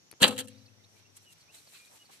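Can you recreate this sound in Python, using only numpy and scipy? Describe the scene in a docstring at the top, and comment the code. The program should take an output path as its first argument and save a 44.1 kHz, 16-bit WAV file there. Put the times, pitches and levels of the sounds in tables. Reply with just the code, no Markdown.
"""A recurve bow is loosed once on a misty hillside, over insects (noise bands) and a hush (shaped noise).
The nock ticks (short rings), then the string snaps home and slaps the limbs (clicks in resonances).
String and limbs twang low (ringing sines). The archer then walks off through the grass (grains and puffs
of noise) while far birds whistle (gliding sines). The right microphone hears little bass."""
import sys
import numpy as np
from scipy import signal
from scipy.fft import rfft, irfft, next_fast_len
from scipy.io import wavfile

SR = 44100
rng = np.random.default_rng(int(sys.argv[2]) if len(sys.argv) > 2 else 0)


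def transcribe(u):
    """Save the signal u as a 16-bit wav file named by the first command-line argument.

    u: samples, shape (n,) or (channels, n), limited to [-1, 1]; the rate is SR.
    q: integer samples, one column per channel.
    """
    v = np.clip(np.atleast_2d(u).T, -1, 1)
    q = np.round(v * 32767).astype(np.int16)
    wavfile.write(sys.argv[1], SR, q)


N = 97020  # length in samples

# snap of the string, as curves: (time [s], clack level [dB], bright rasp level [dB], knock level [dB])
SNAP_CURVES = [(.199, -75.5, -66, -60), (.204, -49, -49, -47), (.215, -34, -42.5, -41.5),
               (.218, -31.5, -25, -40.5), (.226, -21, -25.5, -28), (.230, -11.5, -16.5, -34.5),
               (.234, -13.5, -27.5, -28), (.237, -17, -29, -29.5), (.241, -9.5, -25, -24.5),
               (.246, -18, -29, -22), (.249, -21.5, -33, -33), (.260, -31, -42.5, -41),
               (.266, -35.5, -37.5, -35), (.296, -41.5, -50.5, -43), (.33, -54, -53, -48),
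               (.358, -58, -58, -62), (.42, -54.5, -65.5, -65), (.46, -68.5, -57, -64)]
# what the contacts ring in, four sets: (pitch [Hz], width [Hz], relative level [dB])
CLACK_RESONANCES = [(1766, 230, -6), (2130, 400, -9.5), (2776, 200, -2), (3160, 170, 1), (3450, 440, -6),
                    (3986, 160, -1), (4550, 120, -7.5)]
RASP_RESONANCES = [(6480, 4400, -8.5), (7500, 740, 1.5), (8620, 380, 1.5), (10140, 1200, -3),
                   (12260, 530, -5), (13800, 520, -14)]
KNOCK_RESONANCES = [(610, 200, -13), (774, 130, 1), (1090, 100, -3), (1284, 71, 1)]
THUMP_RESONANCES = [(190, 60, -3), (268, 52, 0), (360, 50, -7), (490, 58, 2), (605.5, 49, -4.5),
                    (140, 27, -7.5)]
# later slaps of the string on the limbs; the row at 1.166 s is a short bright rustle of grass or cloth:
# (time [s], hold [s], time to fade by 60 dB [s], level [dB], rasp against clack [dB])
CONTACT_BURSTS = [(0.277, .006, 0.034, -38, 9.5), (0.252, 0.0056, 0.024, -30, -20),
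                  (0.324, .004, 0.058, -50.5, -12), (.306, .004, 0.071, -44.5, -12),
                  (.3615, .008, .02, -51, -7), (.3785, .029, .035, -39, 1.5), (.3875, .002, .015, -43, 2),
                  (.4725, .003, .015, -58, 4), (.481, .003, .035, -52, 5),
                  (0.493, 0.0088, 0.067, -68.5, -10), (1.166, 0.0051, 0.05, -66.5, 16)]
# single hard contacts within the snap and slaps: (time [s], size against the dense contacts [dB])
HARD_CONTACTS = [(.2192, 10.5), (.2298, 6.5), (.2383, 11), (.2402, 12.5), (.2435, 10.5), (.268, 12.5),
                 (.2805, 9), (.3795, 14), (.389, 10.5), (0.395, 10.5), (0.4037, 10), (0.3634, 8.5),
                 (0.4721, 10), (.4815, 10.5)]
# blows that start the twang: (time [s], strength [dB])
TWANG_BLOWS = [(0.2184, -33.5), (.234, -24)]
# range of pitches in each blow: (lowest [Hz], highest [Hz])
BLOW_RANGE_HZ = [110, 1300]
STRING_HZ, STRING_CROSS_HZ = 100.3, 114.7  # the string swings in two planes
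# ringing modes of string and limbs: (pitch [Hz], level [dB], time to fade by 60 dB [s])
TWANG_MODES = [(STRING_HZ, -22.5, 3.5), (STRING_CROSS_HZ, -25, 2.1), (195, -7, 0.13), (215, -16, 1),
               (228, -19.5, .8), (246, -21.5, .7), (264.3, -13.5, 0.79), (360, -7, 0.1), (499, -8.5, .56),
               (530, -13, .6), (870, -24, .3)]
# ticks and thuds at bow and feet:
# (time [s], level before panning [dB], pitch [Hz], time to fade by 60 dB [s], left over right [dB])
SHORT_TICKS = [(0.1156, -40.5, 11050, 0.005, 15.5), (.1141, -36.5, 9100, 0.002, 15),
               (0.1129, -46.5, 4440, 0.011, 8), (0.1177, -55, 4200, 0.011, 6),
               (0.1227, -45.5, 4670, 0.0086, -3), (.1141, -52, 2570, 0.0051, 24),
               (0.129, -36, 910, 0.002, 0), (0.127, -51.5, 2200, .004, 23), (.128, -52.5, 356, 0.034, -10),
               (.128, -56, 9600, 0.0097, 14), (.138, -48.5, 810, 0.002, 16), (.138, -43, 2200, 0.0015, 4),
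               (.138, -60, 356, 0.083, -1), (.2172, -28.5, 176, 0.078, 2), (0.2184, -23, 269, 0.047, 2),
               (1.385, -55.5, 8150, 0.0082, 0), (1.412, -57, 8150, .01, -2),
               (1.545, -52.5, 3850, 0.016, -19), (1.85, -51, 3930, 0.019, -5),
               (1.96, -57.5, 9220, .006, -2)]
# grass and cloth rustling, as curves: (time [s], treble level [dB], middle level [dB])
RUSTLE_CURVES = [(0.5, -64.5, -61.5), (0.522, -76, -65), (0.674, -79, -77), (0.746, -92, -86),
                 (0.826, -87, -92.5), (0.844, -84, -70), (0.878, -88.5, -108.5), (0.888, -75, -88.5),
                 (0.992, -69.5, -65), (1.044, -91, -73), (1.144, -75, -77), (1.172, -56, -60.5),
                 (1.19, -75, -70.5), (1.232, -66, -73.5), (1.248, -67, -65), (1.276, -73, -85),
                 (1.332, -56.5, -61), (1.346, -75, -92), (1.356, -75, -68), (1.412, -69.5, -70),
                 (1.422, -72, -66.5), (1.494, -83, -82.5), (1.55, -53.5, -57.5), (1.63, -65.5, -68.5),
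                 (1.688, -65, -64), (1.712, -60, -67), (1.754, -56.5, -53.5), (1.84, -65.5, -67.5),
                 (1.854, -60, -64), (1.886, -66.5, -65.5), (1.934, -61.5, -70), (1.966, -58.5, -61.5),
                 (2.0, -68, -69.5), (2.094, -71, -68.5), (2.128, -57.5, -58.5), (2.2, -68, -67.5)]
# what the rustle rings in, two sets: (pitch [Hz], width [Hz], relative level [dB])
TREBLE_RESONANCES = [(6500, 2200, -9.5), (7900, 1510, -3.5), (9530, 2300, -7), (11730, 2400, -10),
                     (14100, 1380, -14.5)]
MIDDLE_RESONANCES = [(1225, 690, -9.5), (2350, 650, -1.5), (3055, 670, -1.5), (3957, 970, 1.5),
                     (4590, 1500, -4)]
# soft footfalls: (time [s], length [s], level before the swell [dB], centre pitch [Hz])
FOOTFALLS = [(0.932, 0.041, -68.5, 396), (1.074, 0.052, -69, 347.6), (1.535, 0.059, -69, 600),
             (1.666, 0.018, -64, 574), (1.713, 0.033, -67.5, 886), (1.889, 0.094, -62, 695),
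             (2.034, 0.022, -67, 470), (2.087, 0.026, -59.5, 805)]
# bird notes: (time [s], length [s], first pitch [Hz], last pitch [Hz], level before swell and flutter [dB])
BIRD_NOTES = [(0.541, 0.023, 3720, 3760, -68.5), (.572, 0.031, 5030, 4340, -65),
              (0.604, .04, 3960, 3900, -70), (0.653, 0.021, 5080, 4110, -63),
              (0.678, 0.016, 2550, 2720, -66), (0.779, 0.043, 1970, 2092, -73.5),
              (.838, 0.013, 3600, 3875, -62), (0.842, 0.014, 4300, 4100, -63.5),
              (.955, 0.029, 2260, 2380, -70.5), (1.045, 0.03, 2660, 2806, -67),
              (1.248, .085, 2980, 2720, -60), (1.472, .048, 2200, 2950, -63), (1.78, .07, 2440, 2410, -62),
              (1.85, .048, 2360, 2520, -67), (1.395, 0.036, 4800, 4050, -62.5),
              (1.563, 0.0387, 4540, 3790, -61), (1.661, .03, 4900, 4100, -60.5),
              (1.735, 0.038, 2605, 2600, -62), (1.99, 0.053, 2920, 2906, -58.5),
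              (2.045, 0.029, 4800, 4160, -67)]
# insect choruses: (pitch [Hz], width [Hz], level before the throb [dB], sings until [s])
INSECT_BANDS = [(5750, 900, -69, 9), (6730, 300, -74, .205), (4540, 300, -80, .205)]
# tone of the air: (pitch [Hz], relative level [dB])
AIR_TONE = [(30, -14.5), (100, -0.5), (222, -3.5), (500, -6.5), (1340, -11.5), (2920, -11.5), (4500, -11.5),
            (6700, -18), (8000, -20.5), (13900, -24), (15000, -37.5)]
# how alike the air is on both sides: (pitch [Hz], likeness [-1 opposite to 1 the same])
AIR_LIKENESS = [(60, 0.15), (130, 0.93), (290, 0.33), (640, 0.16), (1390, -0.02), (3060, -0.31),
                (6720, -0.15), (14800, 0.04)]
# balance of the two microphones: (pitch [Hz], left over right [dB])
MICROPHONE_BALANCE = [(60, 10.5), (110, 14), (200, 13.5), (380, 9), (690, -4.5), (1280, 1.0), (2360, 2.5),
                      (4340, -2), (8010, -1.5), (14800, 1.5)]

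SNAP_GRAINS_PER_S, SNAP_SPREAD_DB, SNAP_ALIKE = 4000, 3.5, 0.34
SNAP_LAG_S = .00005  # contacts reach the left late
BURST_ATTACK_S = .001
BURST_KNOCK_DB = -15  # against the burst's clack
THUMP_DB = 2.5  # against the knock
TWANG_WAVER_DB, TWANG_WAVER_PER_S = 1.5, 30
RUSTLE_GRAINS_PER_S, RUSTLE_SPREAD_DB, RUSTLE_ALIKE = 6000, 4.5, 0.095
BIRD_WOBBLE = 0.0048  # as a share of the pitch
BIRD_FALL_BLUR = .3  # pitch blur as a share of a note's fall
BIRD_FLUTTER_DB = 2.5
BIRD_ECHO_S, BIRD_ECHO_DB = 0.0086, -15
BIRD_LAG_S = .00005  # notes reach the left late
INSECT_THROB_DB, INSECT_THROB_PER_S = 1.2, 30
AIR_DB, AIR_PATCHY_DB, AIR_PATCHY_PER_S = -65.5, .8, 2.2
BASS_CUT_HZ, TOP_STOP_HZ = 86, 15645
OVERLOAD = 1.1  # the height that rounded peaks cannot pass


def amp(db):
    """Turn decibels into a plain multiplier."""
    return 10 ** (np.asarray(db) / 20)


def rms_one(x):
    """Scale a sound to an average strength (rms) of 1."""
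    return x / np.sqrt(np.mean(x ** 2) + 1e-20)


def in_time(rows):
    """Columns of a curve at every sample, silent outside its span."""
    s, *columns = np.transpose(rows)
    t = np.arange(N) / SR
    return [np.interp(t, s, column, left=-200, right=-200) for column in columns]


def at_hz(points, hz):
    """Read a curve at any pitch, with straight lines on a log pitch scale."""
    point_hz, value = np.array(points).T
    return np.interp(np.log(hz + 1), np.log(point_hz), value)


def drift(rate):
    """Smooth random wandering of spread 1; a higher rate wanders faster."""
    r = np.exp(-2 * np.pi * rate / SR)
    noise = rng.standard_normal(N + SR)
    smooth = signal.lfilter([1], [1, -2 * r, r * r], noise)
    return rms_one(smooth[SR:])  # drop the filter's first second


def resonance(x, hz, width_hz):
    """Let through a band around one pitch, with gain 1 on top."""
    r = np.exp(-np.pi * width_hz / SR)
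    feedback = [1, -2 * r * np.cos(2 * np.pi * hz / SR), r * r]
    return signal.lfilter([(1 - r * r) / 2, 0, (r * r - 1) / 2], feedback, x + 1e-18)


def ring(clicks, hz, t60):
    """A unit click starts a sine of height 1 that fades by 60 dB in t60 seconds."""
    r = amp(-60 / (t60 * SR))
    w = 2 * np.pi * hz / SR
    return signal.lfilter([0, np.sin(w)], [1, -2 * r * np.cos(w), r * r], clicks + 1e-18)


def grains(per_s, spread_db, alike):
    """Random stereo clicks of uneven size, partly shared by both sides."""
    size_db = spread_db * np.minimum(rng.exponential(1, (3, N)), 4)
    sign = rng.choice([-1, 1], (3, N))
    present = rng.random((3, N)) < per_s / SR
    shared, *separate = amp(size_db) * sign * present
    alike = np.clip(alike, 0, 1)
    return np.sqrt(alike) * shared + np.sqrt(1 - alike) * np.array(separate)


def body(clicks, gain, table):
    """Clicks under a gain curve ring in side-by-side resonances; a steady gain of 1 would give rms 1."""
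    def through(x):
        out = 0
        for k, (hz, width, db) in enumerate(table):
            out = out + (-1) ** k * amp(db) * resonance(x, hz, width)
        return out
    steady_rms = np.sqrt(np.mean(through(clicks) ** 2))
    return through(clicks * gain) / steady_rms


def panned(db):
    """Gains for left and right that differ by db."""
    return amp([[db / 2], [-db / 2]])


def string():
    """Snap, slaps and one late rustle: dense small contacts set four groups of resonances ringing."""
    t = np.arange(N) / SR
    clack, rasp, knock = amp(in_time(SNAP_CURVES))
    for s, hold, t60, db, rasp_db in CONTACT_BURSTS:
        fade_db = 60 * np.maximum(t - s - hold, 0) / t60
        burst = amp(db - fade_db) * np.clip((t - s) / BURST_ATTACK_S, 0, 1)
        clack = clack + burst
        rasp = rasp + burst * amp(rasp_db)
        knock = knock + burst * amp(BURST_KNOCK_DB)
    contacts = grains(SNAP_GRAINS_PER_S, SNAP_SPREAD_DB, SNAP_ALIKE)
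    for s, db in HARD_CONTACTS:
        contacts[:, int(s * SR)] = -amp(db)
    contacts[0] = np.roll(contacts[0], round(SNAP_LAG_S * SR))
    out = body(contacts, clack, CLACK_RESONANCES)
    out += body(contacts, rasp, RASP_RESONANCES)
    out += body(contacts, knock, KNOCK_RESONANCES)
    # the thump is the same on both sides
    return out + body(contacts.mean(axis=0), amp(THUMP_DB) * knock, THUMP_RESONANCES)


def twang():
    """Soft blows set the low modes of string and limbs ringing, each wavering a little."""
    blows = np.zeros(N)
    for s, db in TWANG_BLOWS:
        blows[int(s * SR)] = -amp(db)
    soften = signal.butter(2, BLOW_RANGE_HZ, "band", fs=SR, output="sos")
    blows = signal.sosfilt(soften, blows)
    out = np.zeros(N)
    for hz, db, t60 in TWANG_MODES:
        waver_db = TWANG_WAVER_DB * drift(TWANG_WAVER_PER_S)
        out += amp(db + waver_db) * ring(blows, hz, t60)
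    return out


def ticks():
    """Ticks and thuds at bow and feet: single clicks, each ringing briefly at one pitch."""
    out = np.zeros((2, N))
    for s, db, hz, t60, pan_db in SHORT_TICKS:
        click = np.zeros(N)
        click[int(s * SR)] = -amp(db)
        out += panned(pan_db) * ring(click, hz, t60)
    return out


def walker():
    """Grass and cloth rustle as many tiny clicks in two bands; footfalls are dull puffs of noise."""
    treble, middle = amp(in_time(RUSTLE_CURVES))
    out = np.zeros((2, N))
    for gain, table in ((treble, TREBLE_RESONANCES), (middle, MIDDLE_RESONANCES)):
        out += body(grains(RUSTLE_GRAINS_PER_S, RUSTLE_SPREAD_DB, RUSTLE_ALIKE), gain, table)
    noise = rng.standard_normal((2, N))
    t = np.arange(N) / SR
    for s, length, db, hz in FOOTFALLS:
        swell = np.sin(np.pi * np.clip((t - s) / length, 0, 1))
        out += amp(db) * rms_one(resonance(noise, hz, 0.54 * hz)) * swell
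    return out


def birds():
    """Whistles are gliding near-sine notes with one echo, reaching the left a little late."""
    out = np.zeros(N + SR)
    wobble, blur = drift(60), drift(550)
    for s, length, first_hz, last_hz, db in BIRD_NOTES:
        u = np.linspace(0, 1, int(length * SR))  # progress through the note
        i = int(s * SR)
        end = i + len(u)
        hz = (first_hz + (last_hz - first_hz) * u) * (1 + BIRD_WOBBLE * wobble[i:end])
        hz += BIRD_FALL_BLUR * max(first_hz - last_hz, 0) * blur[i:end]  # only falling notes blur
        flutter_db = BIRD_FLUTTER_DB * wobble[N - end:N - i]  # another stretch of the same wandering
        swell = np.sqrt(2) * np.sin(np.pi * u)
        out[i:end] += amp(db + flutter_db) * swell * np.sin(2 * np.pi * np.cumsum(hz) / SR)
    out += amp(BIRD_ECHO_DB) * np.roll(out, int(BIRD_ECHO_S * SR))
    left = np.roll(out, int(BIRD_LAG_S * SR))
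    return np.array([left, out])[:, :N]


def insects():
    """Insects drone as narrow bands of noise that throb unevenly."""
    out = np.zeros((2, N))
    t = np.arange(N) / SR
    for hz, width, db, until in INSECT_BANDS:
        band = rng.standard_normal((2, N))
        for _ in range(2):  # twice through, for steeper sides
            band = resonance(band, hz, width)
        throb_db = INSECT_THROB_DB * drift(INSECT_THROB_PER_S)
        out += rms_one(band) * amp(db + throb_db) * (t < until)
    return out


def air():
    """The hush of the hillside: shaped noise, most alike on both sides in the bass."""
    hz = np.fft.rfftfreq(N, 1 / SR)
    mid, side = rfft(rng.standard_normal((2, N))) * amp(at_hz(AIR_TONE, hz))
    alike = np.clip(at_hz(AIR_LIKENESS, hz), -1, 1)
    both = np.sqrt(1 + alike) * mid + np.sqrt(1 - alike) * side * np.array([[1], [-1]])
    patchy_db = AIR_PATCHY_DB * drift(AIR_PATCHY_PER_S)
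    return rms_one(irfft(both, N)) * amp(AIR_DB + patchy_db)


def scene():
    """Add all the sources together."""
    return string() + twang() + ticks() + walker() + birds() + insects() + air()


def record(dry):
    """The microphones differ by frequency; peaks are rounded, bass and top are cut."""
    size = next_fast_len(N + SR // 4)  # spare room at the end
    balance_db = at_hz(MICROPHONE_BALANCE, np.fft.rfftfreq(size, 1 / SR))
    right = 2 / (1 + amp(balance_db))
    left = 2 - right
    wet = irfft(rfft(dry, size) * [left, right], size)[:, :N]
    wet = OVERLOAD * np.tanh(wet / OVERLOAD)
    bass_cut = signal.butter(2, BASS_CUT_HZ, "high", fs=SR, output="sos")
    top_cut = signal.cheby2(12, 70, TOP_STOP_HZ, fs=SR, output="sos")  # 70 dB down from there up
    return signal.sosfilt(top_cut, signal.sosfilt(bass_cut, wet))


dry = scene()
out = record(dry)
transcribe(out)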